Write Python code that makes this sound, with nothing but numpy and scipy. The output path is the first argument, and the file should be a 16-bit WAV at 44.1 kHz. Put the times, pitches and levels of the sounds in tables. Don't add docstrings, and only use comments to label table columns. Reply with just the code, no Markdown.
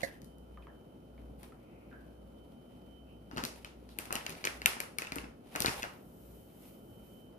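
import sys
import numpy as np
from scipy import signal
from scipy.fft import rfft, irfft, next_fast_len
from scipy.io import wavfile
from scipy.ndimage import map_coordinates

SR = 44100
rng = np.random.default_rng(int(sys.argv[2]) if len(sys.argv) > 2 else 0)


def to_wav(sig):
    pcm = np.clip(np.atleast_2d(sig), -1, 1) * 32767
    pcm = np.round(pcm).astype(np.int16)
    wavfile.write(sys.argv[1], SR, pcm.T)


N = 325458



def amp(db):
    return np.exp(np.asarray(db) * (np.log(10) / 20))


def unit(x):
    return x / np.sqrt(np.mean(x ** 2) + 1e-20)


def along(points, hz):
    f, v = np.transpose(points)
    return np.interp(np.log(hz + 1), np.log(f + 1), v)


def curves(rows):
    times, *columns = np.transpose(rows)
    return [np.interp(np.arange(N) / SR, times, column) for column in columns]


def wobble(rate):
    points = rng.standard_normal(int(N * rate / SR) + 4)
    return map_coordinates(points, [np.arange(N) * rate / SR])


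def filtered(x, response):
    n = x.shape[-1]
    m = next_fast_len(n + 8192)
    return irfft(rfft(x, m) * response(np.fft.rfftfreq(m, 1 / SR)), m)[..., :n]


def add(track, s, sound):
    start = max(round(s * SR), 0)
    track[..., start:start + sound.shape[-1]] += sound[..., :N - start]


def struck(modes, detune, chatter, chatter_t60, alternate=True):
    t = np.arange(SR // 8) / SR
    hz, db, t60 = np.transpose(modes)[:, :, None]
    pitch, level = rng.standard_normal((2, len(modes), 1))
    sign = (-1) ** np.arange(len(modes))[:, None] if alternate else 1
    tones = np.sin(2 * np.pi * hz * (1 + detune * pitch) * t)
    ring = (sign * amp(db + 2.2 * level - 60 * t / t60) * tones).sum(0)
    force = rng.standard_normal(len(t)) * amp(-60 * t / chatter_t60)
    force *= chatter / np.linalg.norm(force)
    force[0] += 1
    sound = signal.fftconvolve(ring, force)[:len(t)]
    return sound / np.linalg.norm(sound)


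# (frequency [Hz], time to fade 60 dB [s])
ROOM_FADE = [(150, 0.11), (500, 0.47), (1400, 0.41), (3700, 0.34), (10000, 0.38), (15000, 0.1)]
# (frequency [Hz], level [dB])
ROOM_COLOUR = [(100, -6.5), (400, 3.5), (1300, -1), (2500, -1.3), (5000, 0), (7800, -5), (10000, -5),
               (14000, -5.5)]


def room(bands, gap=0.0045, build=0.0018):
    hz, t, noise = signal.stft(rng.standard_normal((2, SR * 3 // 5)), SR, nperseg=256)
    power = np.zeros(len(hz))
    for centre, octaves, db in bands:
        shape = np.exp(-.5 * (np.log2((hz + 1) / centre) / octaves) ** 2)
        power += amp(db) ** 2 * shape / shape.mean()
    decay = amp(-60 * t / along(ROOM_FADE, hz)[:, None])
    gain = np.sqrt(power) * amp(along(ROOM_COLOUR, hz))
    tail = signal.istft(noise * decay * gain[:, None], SR, nperseg=256)[1]
    late = np.maximum(np.arange(tail.shape[1]) / SR - gap, 0)
    return tail * (1 - np.exp(-late / build)) / np.sqrt(np.mean(decay ** 2) * tail.shape[1])


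# (delay [s], gain left, gain right)
EARLY_ECHOES = [(.0088, 0.93, .7), (0.014, -0.2, 0.3), (.0195, .35, -.4)]


def early_walls(x, db=-12, soft_hz=1600):
    out = np.zeros((2, N))
    dull = filtered(x, lambda hz: 1 / (1 + 1j * hz / soft_hz))
    for delay, left, right in EARLY_ECHOES:
        add(out, delay, amp(db) * np.outer([left, right], dull))
    return out


# (frequency [Hz], level [dB])
FAR_MICROPHONE = [(100, -1), (1000, -5.5), (2600, -1), (6000, -3), (10000, -16.5), (13000, -10.5)]


def from_left(x, lag=0.000363):
    far = filtered(x, lambda hz: amp(along(FAR_MICROPHONE, hz)) * np.exp(-2j * np.pi * hz * lag))
    return amp(3.5) * np.array([x, far])


# (frequency [Hz], likeness from 0 to 1)
ALIKE = [(60, 0.86), (200, 1), (500, 0.51), (1200, 0.28), (3000, 0.13), (10000, .1)]


def air(spectrum, lag=0.00036):
    def turn(hz):
        return np.arccos(np.clip(along(ALIKE, hz), -1, 1)) / 2

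    def split(hz):
        return amp(along(spectrum, hz)) * [np.cos(turn(hz)), np.sin(turn(hz))]

    mid, side = filtered(rng.standard_normal((2, N)), split)
    left = filtered(mid + side, lambda hz: np.exp(-2j * np.pi * hz * lag))
    return unit(np.array([left, mid - side]))


# (frequency [Hz], level [dB per Hz])
RUMBLE = [(20, -28.5), (33, -28.5), (45, 1.5), (80, -4), (110, 0.5), (145, 0.5), (240, 3.5), (380, -2.5),
          (550, -3.5), (800, -10.5), (1100, -20.5), (1400, -17), (2000, -48), (4000, -54.5)]
# (frequency [Hz], level [dB per Hz])
HISS = [(1000, 4), (2500, 3), (4000, 0), (6000, -2), (7800, -6), (9500, -1), (14500, 1)]


def background(rumble_db=-55, hiss_db=-75.5):
    drift = amp(.5 * wobble(2) + .8 * wobble(12))
    rumble = amp(rumble_db) * drift * air(RUMBLE) * amp([[.3], [-.3]])
    return rumble + amp(hiss_db) * air(HISS)


# (time [s], level [dB])
HUM = [(0.0, -65.5), (0.61, -52), (0.9, -77), (1.23, -50), (1.56, -65.5), (2.28, -56.5), (2.69, -72),
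       (2.88, -60), (3.91, -59), (4.4, -67), (4.6, -54), (4.95, -84), (5.2, -52), (5.51, -75.5),
       (5.65, -54.5), (6.1, -75), (6.31, -56), (6.74, -90.5), (7.01, -63), (7.38, -95.5)]
# (time [s], level [dB])
WHINE = [(0, -72), (.7, -73), (1.1, -78), (1.8, -80), (2.3, -72.5), (2.8, -71), (3.0, -66), (3.2, -72),
         (3.8, -80), (6.3, -75.5), (6.8, -72), (7.15, -66.5), (7.38, -69)]
WHINE_FLUTTER_DB = 1.8


def appliance(mains_hz=59.3, whine_hz=3058, hum_db=0, whine_db=0, whine_left_db=-17):
    t = np.arange(N) / SR
    phase = 2 * np.pi * mains_hz * t + 0.3 * wobble(4.9)
    hum = amp(curves(HUM)[0] + hum_db) * np.sin(phase)
    for order, db in enumerate([-85.5, -80.0, -70.5, -90.5, -74.0], 2):
        hum += amp(db + wobble(2.5)) * np.sin(order * phase + .5 * wobble(7.6))
    wander = 0.35 * wobble(65) + 0.41 * wobble(200)
    whine_level = amp(curves(WHINE)[0] + whine_db + WHINE_FLUTTER_DB * wobble(14))
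    whine = whine_level * np.sin(2 * np.pi * whine_hz * t + wander)
    return np.sqrt(2) * (hum * amp([[.8], [-.8]]) + whine * amp([[whine_left_db], [0]]))


# (frequency [Hz], level [dB per Hz])
BRUSH = [(1500, -7.5), (4500, -8), (7500, -7), (9500, -1.5), (11000, -2), (12200, 3), (13500, 4),
         (14500, -1)]
# (time [s], level [dB])
BRUSHING = [(5.95, -72), (6.35, -66.5), (6.5, -71), (6.666, -63.5), (6.82, -72), (7.08, -69), (7.2, -71),
            (7.38, -86)]


def brushing(brush_db=3, fade_s=0.12):
    fade = np.clip((np.arange(N) / SR - BRUSHING[0][0]) / fade_s + 1, 0, 1)
    level = amp(curves(BRUSHING)[0] + brush_db + 0.86 * wobble(57))
    return fade * level * air(BRUSH, lag=0)


# (time of the peak [s], level [dB], centre [Hz], width [octaves], half length [s])
RUSTLES = [(1.77, -72, 2350, 0.33, 0.2), (3.113, -70, 2680, 0.17, 0.04), (3.92, -66, 3700, 0.5, 0.028),
           (1.402, -67, 11000, 0.5, 0.016), (3.92, -69, 10500, 0.5, 0.028)]


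def rustles():
    t = np.arange(N) / SR
    out = np.zeros((2, N))
    for s, db, centre, octaves, half_length in RUSTLES:
        def band(hz):
            return np.exp(-(np.log2((hz + 1) / centre) / octaves) ** 2)

        swell = np.exp(-((t - s) / half_length) ** 2)
        out += amp(db) * swell * unit(filtered(rng.standard_normal((2, N)), band))
    return out


# (time [s], level [dB], first pitch [Hz], last pitch [Hz], time to fade 60 dB [s], width [Hz])
RINGS = [(0.034, -47, 1996, 1650, 0.28, 290), (0.681, -61.5, 1750, 1480, 0.42, 380),
         (1.917, -53.5, 1552, 1570, 0.63, 220)]


def sliding_rings(glide=0.077):
    out = np.zeros((2, N))
    t = np.arange(SR // 2) / SR
    for s, db, first_hz, last_hz, t60, width_hz in RINGS:
        pitch_hz = last_hz + (first_hz - last_hz) * np.exp(-t / glide)
        phase = 2 * np.pi * np.cumsum(pitch_hz) / SR
        slow_noise = filtered(rng.standard_normal((2, 2, len(t))), lambda hz: 1 / (1 + (2 * hz / width_hz) ** 2))
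        a, b = unit(slow_noise)
        band = (a * np.sin(phase) + b * np.cos(phase)) / np.sqrt(2)
        add(out, s, amp(db - 60 * t / t60) * (1 - np.exp(-t / 0.0017)) * band)
    return out


# (time [s], level [dB], pitch [Hz], time to fade 60 dB [s])
TAPS = [(0.574, -41.5, 1210, 0.029), (0.6242, -50.5, 2500, 0.011), (0.67, -41.5, 1190, 0.0094),
        (1.179, -53, 2350, 0.0091), (1.522, -46, 1270, 0.049), (1.914, -53, 1570, 0.0072),
        (1.928, -46.5, 1520, 0.013)]


def taps(tap_db=13, tick_db=-9, room_db=-1, dull_hz=4200):
    out = np.zeros((2, N))
    for s, db, hz, t60 in TAPS:
        tap = struck([(hz, 0, t60)], detune=0.023, chatter=0.83, chatter_t60=0.058)
        tap += amp(tick_db) * struck([(1.5 * hz, 0, .003)], detune=.05, chatter=2, chatter_t60=.015)
        tap = signal.lfilter(*signal.butter(2, dull_hz, fs=SR), tap)
        add(out, s, amp(db + tap_db) * tap)
        add(out, s, amp(db + tap_db + room_db) * room([(0.82 * hz, .4, 0)]))
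    return out


# (frequency [Hz], level [dB per Hz])
SNAP = [(1500, -25), (3300, -5), (4300, 13.5), (5400, -0.5), (6600, 6), (7800, -6.5), (9600, 8),
        (11200, -2.5), (12700, 4), (14500, -9.5)]
SNAP_T60_S = 0.008
SNAP_PIVOT_HZ = 8000


def snap(tilt_db, grit=1.45):
    t = np.arange(SR // 40) / SR
    force = rng.standard_normal(len(t)) * amp(-60 * t / SNAP_T60_S)
    force *= grit / np.linalg.norm(force)
    force[0] = 1

    def colour(hz):
        octaves = np.log2(np.maximum(hz, SNAP_PIVOT_HZ / 2) / SNAP_PIVOT_HZ)
        return amp(along(SNAP, hz) + tilt_db * octaves)

    sound = filtered(np.pad(force, (8, 0)), colour)
    return sound / np.linalg.norm(sound)


# (time [s], level [dB])
ROCKING = [(0.0312, -4.5), (0.0372, -13), (.0435, -12.5)]
# (frequency [Hz], level [dB], time to fade 60 dB [s])
DISH = [(205, -3.5, 0.043), (550, 3, 0.1), (717, -0.5, 0.047), (1686, 2, 0.029), (1864, 4.5, 0.035),
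        (1985, 6, 0.049), (2130, 2.5, 0.023), (3960, -6, 0.051), (4540, -18, 0.05)]


def dish(scrape_db=-14, scrape_t60=0.12, room_db=-9):
    out = np.zeros((2, N))
    for s, db in ROCKING:
        clunk = struck(DISH, detune=0.015, chatter=0.8, chatter_t60=0.03)
        t = np.arange(len(clunk)) / SR
        scrape = filtered(rng.standard_normal(len(t)), lambda hz: amp(along(SNAP, hz)))
        scrape *= amp(-60 * t / scrape_t60)
        clunk += amp(scrape_db) * scrape / np.linalg.norm(scrape)
        from_right = from_left(clunk)[::-1]
        add(out, s, amp(db) * from_right * amp([[-6], [1.5]]))
        add(out, s, amp(db + room_db) * room([(595, 0.14, -12), (1830, 0.11, -3), (6000, 1.0, -22)]))
    return out


# (time [s], level [dB])
KNOCKS = [(3.3129, -24.5), (3.3722, -17), (3.3802, -13), (3.389, -18), (3.438, -21), (4.1068, -14),
          (4.1255, -14), (4.1549, -18.5), (4.7675, -20.5), (4.834, -22.5), (5.163, -17.5), (5.24, -27.5),
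          (5.5525, -12), (5.6466, -5), (5.681, -13.5), (5.839, -14)]
BOWL_DB, BOWL_PER_STRENGTH, BOWL_PER_HARDNESS = -9, 0.67, 0.16


def bowl_blows():
    from_clicks = [(s, BOWL_DB + BOWL_PER_STRENGTH * db + BOWL_PER_HARDNESS * hardness)
                   for s, db, hardness, tilt, hz in CLICKS]
    return KNOCKS + from_clicks


# (time [s], level [dB], pitch as a multiple of the table's tones)
BUMPS = [(0.031, -32, 0.8), (0.231, -40, 0.6), (1.31, -38.5, 0.6), (3.333, -36, 1.05), (3.363, -31, 1.05),
         (3.384, -33, 0.8), (3.435, -30.5, 0.95), (4.109, -43, 1.3), (4.154, -43.5, 1.25),
         (4.292, -37.5, 1.2), (4.452, -36, 1.3), (5.122, -37.5, 1.2), (5.163, -32, 1.15), (5.24, -40, 1.2),
         (5.554, -39, 1.1), (5.606, -28, 0.95), (5.658, -31.5, 0.7), (5.681, -25, 0.62)]
# (frequency [Hz], level [dB], time to fade 60 dB [s])
TABLE = [(93.8, -14.5, 0.21), (137.8, -5.5, 0.2), (208, -2, 0.028), (249.5, 5.5, 0.048), (330, -3, 0.044),
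         (522, -10.5, 0.02)]
THROUGH_DB = -36.5


def table(bump_db=19, room_db=-7):
    near, walls = np.zeros(N), np.zeros((2, N))
    thuds = [(s, db + THROUGH_DB, 1) for s, db in bowl_blows()]
    for s, db, pitch in BUMPS + thuds:
        modes = [(pitch * hz, level, t60) for hz, level, t60 in TABLE]
        thump = struck(modes, detune=0.06, chatter=0.5, chatter_t60=0.08, alternate=False)
        add(near, s, amp(db + bump_db) * thump)
    for s, db, pitch in BUMPS:
        add(walls, s, amp(db + bump_db + room_db) * room([(300 * pitch, 0.29, 0)]))
    near = filtered(near, lambda hz: (1j * hz / (105 + 1j * hz)) ** 2)
    return from_left(near) + walls


# (multiple of its pitch, level [dB], time to fade 60 dB [s])
CLACK = [(0.621, -7.5, 0.007), (0.8, -3.5, 0.007), (0.929, -5, 0.018), (1.041, -4.5, 0.024),
         (1.17, -4, 0.008), (1.46, -8, 0.0067), (1.852, -8.5, 0.0057)]


def clack(pitch_hz, low_hz=1300):
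    modes = [(k * pitch_hz, db, t60) for k, db, t60 in CLACK]
    note = struck(modes, detune=.035, chatter=.4, chatter_t60=.012, alternate=False)
    note = signal.lfilter(*signal.butter(2, low_hz, 'high', fs=SR), note)
    return note / np.linalg.norm(note)


# (start time [s], length [s], level [dB])
STROKES = [(0.01, 0.044, -53.5), (1.434, 0.0084, -59.5), (3.36, 0.22, -60), (4.005, 0.57, -56),
           (4.693, 0.51, -70.5), (5.583, 0.22, -46.5), (6.639, 0.031, -64.5)]
STROKE_RISE_DB_PER_S, STROKE_FALL_DB_PER_S = 178.5, 130
IDLE_RUB_DB = -74


def stroke_pressure():
    t = np.arange(N) / SR
    pressure = amp(IDLE_RUB_DB + 1.3 * wobble(3.4))
    for s, length, db in STROKES:
        early, late = np.maximum(s - t, 0), np.maximum(t - s - length, 0)
        stroke = amp(db - STROKE_RISE_DB_PER_S * early - STROKE_FALL_DB_PER_S * late)
        pressure = np.hypot(pressure, stroke)
    return pressure


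# (frequency [Hz], level [dB per Hz])
RUB = [(200, -1.5), (800, 5.5), (1400, -7), (2600, -1), (4000, -7.5), (7500, -17), (10000, -8.5),
       (14500, -13.5)]
CATCHES_PER_S, CATCH_SPREAD_DB, CATCH_HZ, CATCH_SNAP_DB = 60, 4.5, 1900, -3.5


def rubbing(rub_db=-0.5, tick_db=-6.5):
    pressure = stroke_pressure()
    unevenness = amp(1.8 * wobble(300) + 1.8 * wobble(45))
    rub = amp(rub_db) * unit(unevenness * air(RUB, lag=0))
    catches = np.zeros(N)
    count = CATCHES_PER_S * N // SR
    times = rng.uniform(0, N / SR, count)
    for s, (size, pitch, tilt) in zip(times, rng.standard_normal((count, 3))):
        size_db = CATCH_SPREAD_DB * size
        add(catches, s, amp(size_db) * clack(CATCH_HZ * np.exp(.35 * pitch)))
        add(catches, s, amp(size_db + CATCH_SNAP_DB) * snap(4 * tilt))
    grip = pressure / pressure.max()
    return pressure * (rub + amp(tick_db) * np.sqrt(grip) * from_left(unit(catches)))


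# (frequency [Hz], level [dB], time to fade 60 dB [s])
BOWL_RING = [(830, -6, 0.4), (909, -7, 0.4), (1084, -8, 0.35), (1262, -5, 0.3), (1303, -1, 0.4),
             (1390, -3, 0.4), (1485, -4, 0.35), (2583, 1, 0.3), (2837, 0, 0.3), (5270, -4, 0.2)]


def bowl_ring(ring_db=-5.5):
    out = np.zeros((2, N))
    t = np.arange(SR // 2) / SR
    hz, level, t60 = np.transpose(BOWL_RING)[:, :, None]
    notes = amp(level - 60 * t / t60) * np.exp(2j * np.pi * hz * t) * (1 - np.exp(-t / 0.0014))
    for s, db in bowl_blows():
        phase = rng.uniform(0, 2 * np.pi, (2, len(hz)))
        spread_db = 2 * rng.standard_normal(len(hz))
        ring = ((amp(spread_db) * np.exp(1j * phase)) @ notes).imag
        add(out, s, amp(db + ring_db) * ring / np.linalg.norm(ring[0]))
    return out


# (time [s], strength [dB], hardness: snap over clack before snap_db [dB],
# tilt of the snap [dB per octave], pitch of the clack [Hz])
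CLICKS = [(0.0192, -43, 12.5, -10, 2670), (0.2124, -67, -2, 0, 2050), (0.218, -53.5, 17.5, 3, 2470),
          (0.229, -66, -6, 2, 2100), (0.2454, -64, 30, 9, 2250), (0.3836, -69.5, 26, 7, 2300),
          (1.4312, -37, 7, 9, 2530), (3.313, -46, 8, -7, 2280), (3.3637, -34.5, 4.5, -20, 2440),
          (3.3725, -21, -3, 13, 2870), (3.3805, -19.5, -3.5, -6, 2910), (3.3845, -41, -3, -2, 2530),
          (3.4378, -18.5, 3.5, 3, 2800), (3.4513, -23, 9.5, -2, 2370), (3.6469, -22.5, -4.5, -3, 2930),
          (3.891, -43, 3.5, -7, 3000), (3.9875, -16.5, 5, 8, 2510), (4.0552, -28, -2, 4, 2370),
          (4.1076, -37, 2, -4, 2320), (4.1261, -16.5, 7, 5.5, 2570), (4.1545, -13.5, 1.5, 2.5, 2600),
          (4.1628, -16, -14, -5, 2440), (4.2108, -28, -17, -8.5, 2750), (4.2205, -35, -15, -6, 2500),
          (4.265, -14, -4.5, -1, 2550), (4.283, -40, -2, -13, 2110), (4.2948, -25.5, 3.5, 1, 2500),
          (4.304, -33, 9.5, -2, 2300), (4.3238, -32, 2, 1, 2600), (4.3519, -32, -7, -8, 2460),
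          (4.382, -33, -15, -7, 2250), (4.4412, -13.5, -4.5, -15, 2400), (4.452, -10.5, 1.5, 5.5, 2800),
          (4.472, -7.5, -13, -6, 2140), (4.618, -19, -5, 1, 2550), (4.6592, 2.5, 0.5, 8, 2615),
          (4.6895, -31.5, 6.5, -18, 2580), (4.733, -21, -8, -10, 2370), (4.803, -14, 3, 5.5, 2400),
          (4.9854, -12, 2, 2.5, 2310), (5.0204, -15, -7, -4, 2400), (5.0491, -25, -10, -7, 2400),
          (5.0706, -21, -10, 1, 2440), (5.121, -15.5, -5, -2.5, 2220), (5.1577, -26.5, 9.5, 9, 2190),
          (5.1842, -17.5, -8, -6, 2480), (5.243, -31.5, -16, -7.5, 2570), (5.56, -14.5, 0, 2.5, 2310),
          (5.586, -35, -6, -6, 2000), (5.5965, -25, -3, -6, 1950), (5.604, -17.5, 12, 5.5, 2600),
          (5.6215, -20, 11.5, 2, 2620), (5.66, -22.5, 17.5, -3, 2640), (5.667, -11.5, -14, -4, 2330),
          (5.677, -17, -9, 5, 2690), (5.6819, -12, -11, -6, 2330), (5.693, -19, -6, -2.5, 2010),
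          (5.8306, -13.5, -5.5, -3, 2290), (5.84, -27, -15, -1, 1700)]
# (frequency [Hz], level [dB], time to fade 60 dB [s])
KNOCK = [(345, -9.5, 0.013), (690, -3.5, 0.0049), (906, -2, 0.0075), (1066, -4.5, 0.0018),
         (1300, -2, 0.009), (1560, 0, 0.0027)]
WET_PER_STRENGTH, USUAL_STRENGTH_DB = -0.15, -16.5


def chopsticks(clack_db=0, snap_db=1, room_db=-2.0, knock_room_db=-5.0):
    near, walls = np.zeros(N), np.zeros((2, N))
    for s, db, hardness, tilt, hz in CLICKS:
        add(near, s, amp(db + clack_db) * clack(hz))
        add(near, s, amp(db + hardness + snap_db) * snap(tilt))
        send_db = room_db + min(WET_PER_STRENGTH * (db - USUAL_STRENGTH_DB), 2)
        bands = [(0.88 * hz, 0.33, -1.7),
                 (5200, 0.42, hardness - 2.5 - 0.69 * tilt),
                 (12000, 0.33, hardness + 0.69 + 0.24 * tilt)]
        add(walls, s, amp(db + send_db) * room(bands))
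    for s, db in bowl_blows():
        add(near, s, amp(db) * struck(KNOCK, detune=0.07, chatter=0.75, chatter_t60=0.06))
        add(walls, s, amp(db + knock_room_db) * room([(600, 1.0, 0.38), (1314, 0.4, 0.39)]))
    return from_left(near) + walls + early_walls(near)


def scene():
    faint = taps() + sliding_rings() + rustles() + brushing()
    handling = chopsticks() + bowl_ring() + table() + dish() + rubbing()
    return background() + appliance() + faint + handling


TOP_HZ = 14700


def record(dry):
    return filtered(dry, lambda hz: 1 / np.sqrt(1 + (hz / TOP_HZ) ** 140))


dry = scene()
out = record(dry)
to_wav(out)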